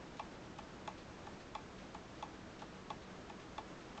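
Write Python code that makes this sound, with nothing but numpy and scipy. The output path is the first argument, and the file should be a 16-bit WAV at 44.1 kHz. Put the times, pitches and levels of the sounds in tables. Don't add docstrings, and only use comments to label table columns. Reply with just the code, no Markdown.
import sys
import numpy as np
from scipy import signal
from scipy.fft import rfft, irfft
from scipy.io import wavfile
from scipy.ndimage import uniform_filter1d

SR = 44100
rng = np.random.default_rng(int(sys.argv[2]) if len(sys.argv) > 2 else 0)


def unload_audio(sound):
    columns = np.transpose(np.atleast_2d(sound))
    steps = np.round(np.clip(columns, -1, 1) * 32767)
    wavfile.write(sys.argv[1], SR, steps.astype(np.int16))


N = 176400


def ticks():
    # start in seconds, level change in dB, extra brightness in dB, scrape level in dB.
    beats = [(.1946, -0.9, 0, -58.5), (.8754, -1.3, 1, -69), (1.5502, -1, 0.5, -69),
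             (2.2245, -0.5, -1, -60), (2.9022, -0.5, -1, -65), (3.5802, -0.7, -1, -70)]
    # pitch in Hz, level in dB, seconds to fade 60 dB, delay in ms.
    tones = [(655,-50.5,.066,2.83), (700,-31.5,0.022,5.32), (787,-51,.049,4.13), (828,-39.5,.032,11.81),
             (872,-32.5,0.049,2.49), (1044,-39.5,0.048,0.82), (1079,-35,0.055,2.41), (1093,-51.5,.085,8.76),
             (1695,-59.5,0.14,0.23), (2050,-57.5,.1,1.05), (2350,-51.5,.06,1.97), (2612,-49,.034,3.04),
             (2705,-55.5,0.051,1.54), (3320,-48.5,.033,0.041), (3503,-47.5,.024,1.0), (4060,-60,.07,0.057)]
    return pallet(beats, tones, click_db=-45.5, click_delay_ms=0)


def tocks():
    # start in seconds, level change in dB, extra brightness in dB, scrape level in dB.
    beats = [(.5849, 0, 1.5, -63), (1.2673, -0.5, -3.5, -68), (1.9447, -0.8, 0, -64),
             (2.6171, 1, -3.5, -58), (3.2957, -1.5, 0.5, -62), (3.9757, -0.1, -0.5, -68)]
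    # pitch in Hz, level in dB, seconds to fade 60 dB, delay in ms.
    tones = [(661,-53,0.099,5.69), (801,-46.5,.034,6.39), (863,-44.5,0.035,12.78), (867,-40.5,.042,3.12),
             (1140,-44,0.035,4.12), (1348,-52,0.045,6.6), (1750,-55.5,0.085,.8), (2500,-48,.016,5.2),
             (3060,-54.5,0.043,0.6), (3470,-58,0.02,.95)]
    return pallet(beats, tones, click_db=-49.5, click_delay_ms=.8)


def pallet(beats, tones, click_db, click_delay_ms):
    # delay in ms, level change in dB, seconds to fade 60 dB.
    contacts = [(.1, -0.5, 0.013), (2.1, -1.5, 0.014), (9.5, -11, 0.015), (13, -10.5, .024)]
    # frequency in Hz, relative level in dB.
    click_colour = [(300, -4), (500, 6.5), (1500, -1), (2550, -1.5), (2950, -1.5), (3550, 3.5), (4300, -4),
                    (5800, -5), (7000, -5), (7600, -24)]
    scrape_lead_s, scrape_width_s = .023, .0025
    bright_above_hz, swell_cycles = 1900, .7
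    out, grit = np.zeros(N), noise(click_colour)
    t, scene_t = np.arange(SR // 6) / SR, np.arange(N) / SR
    for k, (start, level_db, bright_db, scrape_db) in enumerate(beats):
        scrape_shape = np.exp(-((scene_t - start + scrape_lead_s) / scrape_width_s) ** 2)
        out += amp(scrape_db) * scrape_shape * grit
        beat = np.zeros(len(t))
        for hz, db, fade_s, delay_ms in tones:
            louder_db, later_ms = rng.normal(0, [1.0, .025])
            age = np.maximum(t - (delay_ms + later_ms) / 1000, 0)
            swell = 1 - np.exp(-age * hz / swell_cycles)
            tone_db = db + bright_db * (hz > bright_above_hz) + louder_db
            beat += swell * amp(tone_db - 60 * age / fade_s) * np.sin(2 * np.pi * hz * age)
        click_noise = grit[k * len(t):][:len(t)]
        for delay_ms, db, fade_s in contacts:
            age = t - (delay_ms + click_delay_ms) / 1000
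            beat += (age > 0) * amp(click_db + bright_db + db - 60 * abs(age) / fade_s) * click_noise
        add(out, start, amp(level_db) * beat)
    return out


def room_echo(sound):
    # frequency in Hz, seconds to fade 60 dB.
    fade_times = [(300, 0.051), (1000, 0.16), (3000, 0.15), (8000, 0.095)]
    hz, t, bands = signal.stft(rng.standard_normal(SR // 2), SR, nperseg=256)
    fade = amp(-60 * t / look_up(fade_times, hz)[:, None])
    tail = signal.istft(bands * fade, SR, nperseg=256)[1]
    echo = np.zeros(N)
    add(echo, .012, signal.fftconvolve(sound, tail / np.linalg.norm(tail)))
    return echo


def scuffs():
    # start in seconds, level in dB.
    brushes = [(.168, -62), (.972, -59.5), (1.395, -60.5), (1.778, -60), (2.175, -65), (2.585, -60),
               (3.012, -61.5), (3.392, -60.5), (3.80, -61.5)]
    # frequency in Hz, relative level in dB.
    scuff_colour = [(500, -18.5), (1800, 4), (3000, 0.5), (4000, 1), (5200, -7), (6500, -8), (8500, -21)]
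    rise_s, fall_s = .0084, .046
    loudness = np.zeros(N)
    for start, db in brushes:
        age = np.maximum(np.arange(N) / SR - start, 0)
        rise = np.minimum(age / rise_s, 1)
        fall = np.exp(-np.maximum(age - rise_s, 0) / fall_s)
        loudness += amp(db) * rise * fall
    return loudness * noise(scuff_colour)


def background():
    # pitch in Hz, width in Hz, level in dB.
    hum_bands = [(188, 10, -64), (322, 14, -66.8)]
    # frequency in Hz, relative level in dB.
    air_colour = [(15, -13), (30, -10.5), (55, -4.5), (80, -6.5), (125, -5), (165, -5), (240, -5),
                  (390, -6.5), (500, -9), (700, -11), (1000, -13.5), (1450, -15.5), (2000, -19.5),
                  (2650, -22), (4000, -26), (6400, -29.5), (7400, -32.5), (8400, -42.5)]
    air_db, flicker_db = -53, .53
    hz, hum = np.fft.rfftfreq(N, 1 / SR), np.zeros(N)
    for pitch, width, db in hum_bands:
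        band = rfft(rng.standard_normal(N)) / (1 + ((hz - pitch) / width * 2) ** 2)
        hum += amp(db) * evened(irfft(band, N))
    flicker = evened(uniform_filter1d(rng.standard_normal(N), size=2000))
    return amp(air_db + flicker_db * flicker) * noise(air_colour) + hum


def noise(colour):
    gains = amp(look_up(colour, np.fft.rfftfreq(N, 1 / SR)))
    return evened(irfft(rfft(rng.standard_normal(N)) * gains, N))


def amp(db):
    return 10 ** (np.asarray(db) / 20)


def evened(x):
    return x / np.sqrt(np.mean(x ** 2) + 1e-20)


def look_up(points, hz):
    row_hz, value = np.transpose(points)
    return np.interp(np.log(hz + 1), np.log(row_hz + 1), value)


def add(mix, start_s, sound):
    part = mix[max(round(start_s * SR), 0):][:len(sound)]
    part += sound[:len(part)]


def scene():
    clock = ticks() + tocks()
    return (clock + amp(-14) * room_echo(clock) + scuffs() + background())[None]


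def record(dry):
    low_pass = signal.firwin(201, 8450, window=("kaiser", 8), fs=SR)
    return signal.oaconvolve(dry, low_pass[None], "same")


dry = scene()
out = record(dry)
unload_audio(out)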